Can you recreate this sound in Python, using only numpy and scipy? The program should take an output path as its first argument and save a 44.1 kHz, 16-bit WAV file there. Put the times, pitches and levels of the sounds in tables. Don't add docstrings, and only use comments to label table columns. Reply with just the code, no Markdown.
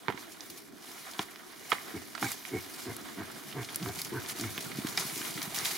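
import sys
import numpy as np
from scipy import signal
from scipy.io import wavfile
from scipy.ndimage import uniform_filter1d

SR = 44100
rng = np.random.default_rng(int(sys.argv[2]) if len(sys.argv) > 2 else 0)


def bounce(signal):
    frames = np.transpose(np.atleast_2d(signal))
    limited = np.clip(frames, -1, 1)
    pcm = np.round(limited * 32767).astype(np.int16)
    wavfile.write(sys.argv[1], SR, pcm)


N = 254456
TIME = np.arange(N) / SR

# time in seconds, leaf level in dB, stalk level in dB.
STIRRING = [(0, -57, -53.5), (0.48, -51, -53), (0.73, -59.5, -58.5), (0.88, -47.5, -50.5),
            (1.1, -48, -49.5), (1.36, -55, -53), (1.6, -51.5, -53), (1.9, -48, -46), (2.06, -51.5, -52.5),
            (2.45, -47, -49), (3.3, -50, -49), (3.7, -47.5, -49), (4.8, -44, -45.5), (5.08, -39.5, -43),
            (5.22, -38.5, -48), (5.48, -44.5, -44), (5.77, -35, -44)]
# start and length in seconds, leaf and stalk levels in dB.
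SWISHES = [ (0.158, 0.13, -53, -53.5), (1.17, 0.081, -44, -42.5), (1.675, 0.12, -46.5, -43),
           (2.174, 0.2, -38.5, -48), (2.768, 0.11, -46.5, -71), (4.272, 0.067, -40, -48),
           (4.349, 0.14, -40.5, -46.5), (4.964, 0.063, -39.5, -43), (5.146, 0.21, -47, -44.5),
           (5.529, 0.21, -36, -42.5)]
# start in seconds, level in dB, 60 dB decay time in seconds.
CRUNCHES = [(.319, -45.5, 0.13), (0.5, -44.5, 0.094), (0.574, -48.5, 0.08), (1.308, -47, 0.14),
            (3.745, -39, 0.057), (3.949, -41, 0.49), (3.989, -37.5, 0.16), (4.047, -38.5, 0.13),
            (4.607, -35, 0.065), (5.428, -34.5, 0.08), (5.545, -30, 0.098), (5.649, -28, 0.14)]
# time in seconds, level in dB.
SHUFFLE_LEVELS = [(0.0, -54.5), (0.6, -52.5), (1.05, -56), (1.54, -56), (2.07, -49.5), (2.44, -56.5),
                  (3.04, -48.5), (3.37, -51.5), (4.77, -48), (5.2, -49), (5.77, -51)]
TREAD_LEVELS = [(0, -93), (2.4, -70), (4.0, -54), (4.9, -53.5), (5.77, -54)]
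# frequency in Hz, relative spectral density in dB.
LEAF_SPECTRUM = [(1470, -19.5), (2500, 5), (2660, 1), (2940, -4), (4370, 0), (5740, 0.5), (8200, -1.5),
                 (9730, 0.5), (12700, -3.5), (14700, -6.5), (16000, -18)]
STALK_SPECTRUM = [(320, -37), (550, 4), (738, 3.5), (868, -1.5), (998, 2.5), (1440, 1.5), (1680, 0.5),
                  (1910, 1), (2340, 1.5), (2670, -7), (3500, -4.5), (4550, -23), (7700, -120)]
SHUFFLE_SPECTRUM = [(70, -13.5), (120, -12), (190, -4.5), (260, 0.5), (335, 0), (400, 0), (470, -18.5),
                    (650, -0.5)]
SOIL_SPECTRUM = [(65, -18), (110, -3.5), (190, 8.5)]
AIR_SPECTRUM = [(20, 23), (45, -3), (75, -8), (110, -14)]
# frequency in Hz, left over right in dB.
RUSTLE_PAN = [(200, 0.5), (1500, -4.5), (5000, -2), (9000, 0), (13000, 4.5)]
# start in seconds, pitch in Hz, peak level in dB,
# 60 dB decay time in seconds, left over right in dB.
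BRANCH_MODES = [ (0.0838, 870, -27.5, .018, -10), (0.0825, 3520, -34, 0.0017, -10),
                (1.193, 3420, -28.5, 0.0056, -2), (1.7177, 1256, -19.5, 0.021, -9),
                (1.7186, 2250, -16.5, 0.0075, -6), (1.7188, 3340, -25, .009, -7),
                (2.2268, 866, -24.5, 0.026, -1), (2.2272, 2290, -33, .02, -7),
                (2.2435, 1570, -29, .015, -14), (4.9744, 5080, -18.5, 0.0095, -1),
                (4.976, 3900, -22, 0.0065, -1), (4.9757, 9600, -26.5, .005, 1)]
# start in seconds, peak of the crack in dB, pitch in Hz,
# damping as 1/Q, splinter energy over the crack in dB, left over right in dB.
SNAPS = [ (0.0832, -16, 1010, 2.7, -2, -15.5), (0.0908, -20.5, 970, 2.4, -12, -7),
         (0.1011, -22, 920, 1.7, 1.5, -8), (0.124, -36, 1500, 1.8, 4, -10), (0.176, -35, 1600, 1.5, 2, -19),
         (0.4072, -29, 5220, 0.19, 2.5, -8), (1.136, -30, 3800, 0.54, -3, -2),
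         (1.1927, -15, 3200, 0.42, -5, -2), (1.193, -24, 860, 0.61, 4, 0), (1.1947, -31, 1980, 0.4, 5, -4),
         (1.216, -29, 3600, 2.2, 7, 0), (1.3597, -29.5, 2360, 1.7, -8, -4),
         (1.704, -19.5, 12000, 0.45, -2, 6), (1.7184, -15.5, 1690, 1.14, 5.5, -8),
         (1.727, -16, 1210, 6.3, 6.5, -3), (1.752, -38, 1250, .3, -1, -2), (1.783, -35, 2050, 0.17, 0, -4),
         (2.15, -31, 1510, 0.17, 5.5, -15.5), (2.1508, -28.5, 5130, 0.55, 4, -5),
         (2.178, -33.5, 1603, 10, 10, -9), (2.2268, -19.5, 1280, 0.94, 3.5, -6),
         (2.246, -23, 5230, 0.78, -1, -2), (2.2925, -30, 4800, .4, 0, -4),
         (2.3173, -19, 9000, 0.55, 4.5, -4), (2.318, -33.5, 2000, 1.3, 4, -7),
         (2.452, -30.5, 2368, 0.2, -5, -17), (2.9657, -21.5, 10500, 0.32, -0.5, 3),
         (3.515, -37, 2900, 0.43, 2, -7), (3.525, -34.5, 2854, .5, 8.5, -6),
         (3.631, -27, 3380, 1.17, -1, -3), (3.646, -33, 4430, .7, 9.5, -2), (3.688, -32, 2300, 1.7, 9, 2),
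         (3.694, -32, 3723, .5, 0, -5), (3.7589, -10.5, 11200, 0.47, 2, 2), (3.8274, -28, 3300, 0.93, 3, 0),
         (3.8603, -26.5, 1370, 1, -3.5, -6), (3.887, -31, 4200, 0.72, 4.5, -4),
         (4.017, -24, 4800, 0.23, 2.5, -1), (4.0175, -13, 11900, 0.45, -7, 3),
         (4.2613, -28, 3520, 0.77, -3, -1), (4.2968, -25.5, 4720, 0.69, 6, 0),
         (4.3978, -27, 4870, 0.69, 5, 2), (4.411, -17.5, 6960, 0.82, 0, 1),
         (4.4365, -26.5, 1650, 0.52, 3, -6), (4.5787, -17.5, 2470, 0.37, -4.5, -2),
         (4.579, -23, 9960, 1.24, 3, 2), (4.717, -29, 2360, 0.69, 3, -6), (4.8697, -24, 5200, 2.8, 8, -2),
         (4.887, -27, 4200, 1.2, 6, -1), (4.975, -20, 5570, 2.5, 5, -1), (4.9762, -18.5, 2400, 1.4, 8, -1),
         (4.9875, -27, 4800, .5, 5, -1), (5.0109, -25, 4200, 1.2, 6, 2), (5.099, -30, 2310, .5, 1, 0),
         (5.2155, -31, 2280, 0.45, 7, 0), (5.25, -26.5, 2200, 0.78, 1, 9), (5.377, -27.5, 1860, 0.56, 2, 0),
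         (5.4178, -23.5, 3370, 2.7, 6.5, -1), (5.582, -26, 1680, 0.22, -10, -2),
         (5.5878, -14, 5700, 0.37, -7, 3), (5.656, -22.5, 2940, 1.7, 7, 1)]
# start in seconds, peak in dB, pitch ratio.
THUMPS = [(0.0849, -29, 0.66), (0.0935, -26, 1.2), (0.104, -42, 0.97), (0.143, -34, 1.05),
          (1.1936, -24, 1.23), (1.7237, -36, 0.79), (2.23, -27.5, 0.87), (4.5799, -31.5, 0.98),
          (4.7856, -24, 0.83), (4.847, -23, 0.91), (5.051, -34.5, 0.75), (5.165, -33, 1.04),
          (5.208, -34, 0.95), (5.474, -34.5, 0.62)]
# pitch in Hz, relative level in dB,
# 60 dB decay time in seconds.
THUD_MODES = [(172, 7, 0.042), (268, 11.5, 0.054), (332, 15.5, 0.034)]
# start and length in seconds, base pitch and base throat resonance in Hz,
# levels of hoot, chest tone, breath and nasal ring in dB, nasal ring in Hz, crests of hoot and
# chest tone as shares of the length, depth of the sag from 0 to 1, mouth resonance in Hz.
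GRUNTS = [ (0.859, 0.074, 107.5, 346, -50.5, -76, -62, -65, 2220, 0.34, .6, 0.77, 730),
          (1.93, 0.0643, 105.4, 322, -36.5, -44.5, -52, -50, 2209, 0.32, 0.66, .4, 730),
          (2.210, 0.084, 116.5, 297.8, -37, -41.5, -41.5, -40.5, 2250, 0.2, 0.55, 0.7, 810),
          (2.497, 0.11, 125.8, 360, -32, -41, -45.5, -43, 2207, 0.5, 0.65, 0.6, 753),
          (2.848, 0.099, 112, 340, -40, -44, -48, -54, 2120, 0.19, 0.58, 0.94, 705),
          (3.16, 0.093, 107, 320.7, -38.5, -46.5, -43, -54, 2190, 0.4, 0.6, .4, 693),
          (3.522, 0.14, 130, 378, -40.5, -39.5, -43.5, -53, 2220, 0.42, 0.52, 0.9, 707),
          (3.790, 0.084, 163.6, 321.4, -43.5, -38.5, -50.5, -60, 2193, 0.33, 0.39, .1, 720),
          (3.844, 0.093, 110.5, 335, -40, -40, -42.5, -54, 2230, 0.19, 0.4, 0.8, 715),
          (4.098, .12, 123.5, 350, -37, -41, -45, -43, 1530, 0.33, 0.55, 0.8, 950),
          (4.375, 0.14, 116.5, 299.8, -38.5, -39.5, -52, -49, 2213, 0.23, 0.67, .3, 697.6)]
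GRUNT_BEND = [(0, 1.0, 1.08), (.3, 1.07, 1.05), (.58, .98, 1.3), (1, .68, .52)]
# ratio to the grunt's throat resonance, width in Hz, relative gain in dB.
THROAT_FORMANTS = [(.66, 110, 0.5), (1.02, 91.5, 3.5)]
# centre in Hz, width in Hz, relative gain in dB.
BREATH_FORMANTS = [(950, 380, 9.5), (1530, 230, 5.5)]
# centre in Hz, sharpness as Q, depth from 0 to 1.
MIC_DIPS = [(567, 4, 0.62), (866, 16, 0.6), (2655, 11.1, 0.86), (8180, 5.2, 0.33)]


def from_db(db):
    return 10 ** (np.asarray(db) / 20)


def rms_one(x):
    return x / np.sqrt(np.mean(x ** 2) + 1e-20)


def along(rows, at):
    first, *columns = np.transpose(rows)
    return [np.interp(at, first, column) for column in columns]


def at_hz(points, hz):
    frequencies, values = np.transpose(points)
    return np.interp(np.log(hz), np.log(frequencies), values)


def cut(x, hz, kind, order=2):
    return signal.sosfilt(signal.butter(order, np.clip(hz, 10, .45 * SR), kind, fs=SR, output="sos"), x)


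def resonate(x, hz, width_hz):
    return signal.lfilter(*signal.iirpeak(min(hz, .45 * SR), hz / min(width_hz, .4 * SR), fs=SR), x)


def glide(x, hz, width_hz):
    turn = np.exp(2j * np.pi * np.cumsum(hz) / SR)
    pole = np.exp(-np.pi * width_hz / SR)
    return 2 * np.real(turn * signal.lfilter([1 - pole], [1, -pole], x / turn))


def evened(x, samples):
    return x / np.sqrt(np.abs(uniform_filter1d(x ** 2, size=samples)) + 1e-12)


def panned(x, pan_db):
    return x * from_db(np.array([[.5], [-.5]]) * pan_db)


def add(out, start, sound):
    i = max(round(start * SR), 0)
    out[..., i:i + sound.shape[-1]] += sound[..., :N - i]


def drift(per_s):
    knots = rng.standard_normal(2000)
    return rms_one(np.interp(TIME * per_s, np.arange(len(knots)), knots))


def fade(t, t60):
    return np.exp(-np.log(1000) * t / t60)


def swell(start, length, rise, fall):
    share = (TIME - start) / length
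    return np.sin(np.pi / 2 * np.clip(np.minimum(share / rise, (1 - share) / fall), 0, 1)) ** 2


def contacts(per_s, size_db, t60):
    hits = rng.random(N) < per_s * from_db(3 * drift(25)) / SR
    sizes = hits * from_db(size_db * np.minimum(rng.exponential(1, N), 3))
    power = signal.lfilter([1], [1, -fade(2 / SR, t60)], sizes ** 2 + 1e-18)
    return power / power.mean()


def rustle(spectrum, per_s, size_db, smooth, crinkle, flutter_db, mono, bands):
    ticks = contacts(per_s, size_db, t60=0.027)
    crinkles = crinkle ** 2 * contacts(per_s=23, size_db=-5.5, t60=0.15)
    grains = rng.standard_normal((2, 2, N)) * np.sqrt(ticks + crinkles + smooth ** 2)
    edges = np.geomspace(spectrum[0][0], spectrum[-1][0], bands + 1)
    out = 0
    for k, (low, high) in enumerate(zip(edges, edges[1:])):
        mid, side = cut(grains[k % 2], [low, high], "band")
        hz = np.sqrt(low * high)
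        band = np.sqrt(1 + mono) * mid + np.sqrt(1 - mono) * side * [[1], [-1]]
        gain = from_db(at_hz(spectrum, hz) + 1.27 * drift(30))
        out = out + gain * panned(band, at_hz(RUSTLE_PAN, hz))
    return rms_one(out * from_db(flutter_db * drift(35)))


def foliage_levels():
    levels = from_db(along(STIRRING, TIME))
    for start, length, leaf_db, stalk_db in SWISHES:
        swish = from_db([[leaf_db], [stalk_db]]) * swell(start, length, rise=0.33, fall=0.34)
        levels = np.hypot(levels, swish)
    for start, db, t60 in CRUNCHES:
        crunch = from_db(db) * (TIME >= start) * fade(np.abs(TIME - start), t60)
        levels[0] = np.hypot(levels[0], crunch)
    return levels


def foliage(leaf_level, stalk_level):
    leaves = rustle(LEAF_SPECTRUM, per_s=320, size_db=10, smooth=2.27, crinkle=1,
                    flutter_db=1.07, mono=0.65, bands=14)
    stalks = rustle(STALK_SPECTRUM, per_s=250, size_db=3.5, smooth=1.1, crinkle=0.3,
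                    flutter_db=1, mono=0.5, bands=10)
    return leaf_level * leaves + stalk_level * stalks


def footwork(shuffle_trim_db=1):
    shuffle = rustle(SHUFFLE_SPECTRUM, per_s=320, size_db=2.5, smooth=1.3, crinkle=0.42,
                     flutter_db=0.77, mono=0.011, bands=10)
    tread = rustle(SOIL_SPECTRUM, per_s=33, size_db=3.5, smooth=0.41, crinkle=0.2,
                   flutter_db=3.5, mono=0.5, bands=3)
    shuffle_db, = along(SHUFFLE_LEVELS, TIME)
    tread_db, = along(TREAD_LEVELS, TIME)
    return from_db(shuffle_db + shuffle_trim_db) * shuffle + from_db(tread_db) * tread


def open_air():
    return from_db(-84) * rustle(AIR_SPECTRUM, per_s=100, size_db=1, smooth=2, crinkle=0,
                                 flutter_db=2, mono=0.45, bands=3)


def crackles(leaf_level, per_s=70, ring_cycles=11, pitches=12):
    hits = rng.random(N) < per_s * from_db(5 * drift(14)) / SR
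    sizes = hits * leaf_level * from_db(3.5 + 3 * np.minimum(rng.exponential(1, N), 2.5))
    pitch_index = rng.integers(0, pitches, N)
    out = 0
    for k, hz in enumerate(np.geomspace(2200, 7500, pitches)):
        pole, angle = fade(1 / SR, ring_cycles / hz), 2 * np.pi * hz / SR
        kicks = sizes * (pitch_index == k) + 1e-18
        ring = signal.lfilter([0, np.sin(angle)], [1, -2 * pole * np.cos(angle), pole ** 2], kicks)
        out = out + panned(ring, at_hz(RUSTLE_PAN, hz) + rng.normal(0, 3))
    return out


def branches():
    out, t = np.zeros((2, N)), TIME[:SR // 8]
    for start, hz, db, t60, pan_db in BRANCH_MODES:
        envelope = (1 - np.exp(-t * hz / 2)) * fade(t, t60)
        ring = envelope / envelope.max() * np.sin(2 * np.pi * hz * t)
        add(out, start, panned(from_db(db) * ring, pan_db))
    return out


def wood(force, hz, damping):
    return cut(resonate(force, hz, hz * damping), [0.15 * hz, 1.81 * hz], "band")


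def snaps():
    out, t = np.zeros((2, N)), TIME[:6000]
    click = 1. * (t == 0)
    for start, db, hz, damping, splinter_db, pan_db in SNAPS:
        t60 = 0.034 * (1000 / hz) ** 0.1
        bursts_db = 2.5 * np.repeat(rng.standard_normal(len(t) // 40), 40)
        fibres = rng.standard_normal((3, len(t))) * from_db(bursts_db) * fade(t, t60)
        fibres = fibres[0] + 0.13 * fibres[1:]
        force = click + from_db(splinter_db) * fibres / np.sqrt(np.sum(fibres ** 2) / 2)
        snap = wood(force, hz, damping) / np.abs(wood(click, hz, damping)).max()
        add(out, start, panned(from_db(db) * snap, pan_db))
    return out


def thumps():
    out = np.zeros(N)
    for start, db, ratio in THUMPS:
        t = TIME[:SR // 4] * ratio
        modes = sum(from_db(mode_db) * fade(t, t60) * np.sin(2 * np.pi * hz * t)
                    for hz, mode_db, t60 in THUD_MODES)
        thud = cut(modes, [115, 520], "band")
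        add(out, start, -from_db(db) * thud / np.abs(thud).max())
    return out


def grunt_controls(hoot_share=0.95, taper=1.2):
    hoot, chest, breath, nasal = np.zeros((4, N))
    pitch_hz, throat_hz, nasal_hz, mouth_hz = np.zeros((4, N))
    for (start, length, pitch, throat, hoot_db, chest_db, breath_db, nasal_db, nose,
         hoot_crest, chest_crest, depth, mouth) in GRUNTS:
        on = (TIME >= start) & (TIME < start + 2)
        sag, closing = np.power(along(GRUNT_BEND, (TIME[on] - start) / length), depth)
        pitch_hz[on], throat_hz[on] = pitch * sag, throat * closing
        nasal_hz[on], mouth_hz[on] = nose, mouth
        hoot += from_db(hoot_db) * swell(start, length * hoot_share, hoot_crest / hoot_share, fall=0.59)
        chest += from_db(chest_db) * swell(start, length, chest_crest, 1 - chest_crest) ** taper
        breath += from_db(breath_db) * swell(start, length, rise=0.41, fall=0.42) ** taper
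        nasal += from_db(nasal_db) * swell(start, length, rise=0.72, fall=0.28)
    return (hoot, chest, breath, nasal), (pitch_hz, throat_hz, nasal_hz, mouth_hz)


def grunts(jitter=0.095, shimmer_db=6, rasp=0.45, puff_depth=0.86):
    envelopes, (pitch_hz, throat_hz, nasal_hz, mouth_hz) = grunt_controls()
    cycles = np.cumsum(pitch_hz * np.exp(jitter * drift(110))) / SR
    flaps = np.diff(np.floor(cycles), prepend=0) * from_db(shimmer_db * drift(110))
    throat_air, mouth_air = rng.standard_normal((2, N)) * (1 + puff_depth * np.cos(2 * np.pi * cycles))
    voice = rms_one(flaps) + rasp * throat_air
    hoot = sum((-1) ** k * from_db(db) * glide(voice, ratio * throat_hz, width)
               for k, (ratio, width, db) in enumerate(THROAT_FORMANTS))
    hoot = evened(cut(hoot, [145, 465], "band", order=4), samples=800)
    chest = rms_one(np.sin(2 * np.pi * cycles) * from_db(2 * drift(90)))
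    hoarse = sum(from_db(db) * resonate(mouth_air, hz, width) for hz, width, db in BREATH_FORMANTS)
    mouth = from_db(20.5) * glide(mouth_air, mouth_hz, width_hz=41)
    breath = evened(cut(hoarse + mouth, [620, 2200], "band", order=3), samples=1200)
    nasal = evened(glide(throat_air, nasal_hz, width_hz=49), samples=1200)
    return sum(envelope * layer for envelope, layer in zip(envelopes, (hoot, chest, breath, nasal)))


def forest_reverb(x, near_t60=0.22, far_t60=0.73, near_db=-11, far_db=-21, top_hz=11000):
    t = TIME[:SR * 3 // 4]
    scatter = rng.standard_normal((2, 2, len(t))) * (1 - np.exp(-t / 0.00043))
    response = 0
    for noise, t60, db in zip(scatter, (near_t60, far_t60), (near_db, far_db)):
        tail = noise * fade(t, t60)
        response = response + from_db(db) * tail / np.sqrt(np.sum(tail ** 2) / 2)
    return signal.fftconvolve(x, cut(response, top_hz, "low"), axes=-1)[:, :N]


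def scene():
    leaf_level, stalk_level = foliage_levels()
    bed = foliage(leaf_level, stalk_level) + footwork()
    bodies = panned(grunts() + thumps(), pan_db=-1.5)
    spots = bodies + snaps() + branches() + crackles(leaf_level)
    return bed + open_air() + cut(spots + forest_reverb(spots), 66, "high", order=4)


def record(dry, top_hz=15750):
    for hz, q, depth in MIC_DIPS:
        dry = dry - depth * resonate(dry, hz, hz / q)
    return signal.sosfilt(signal.ellip(10, .1, 80, top_hz, fs=SR, output="sos"), dry)


dry = scene()
out = record(dry)
bounce(out)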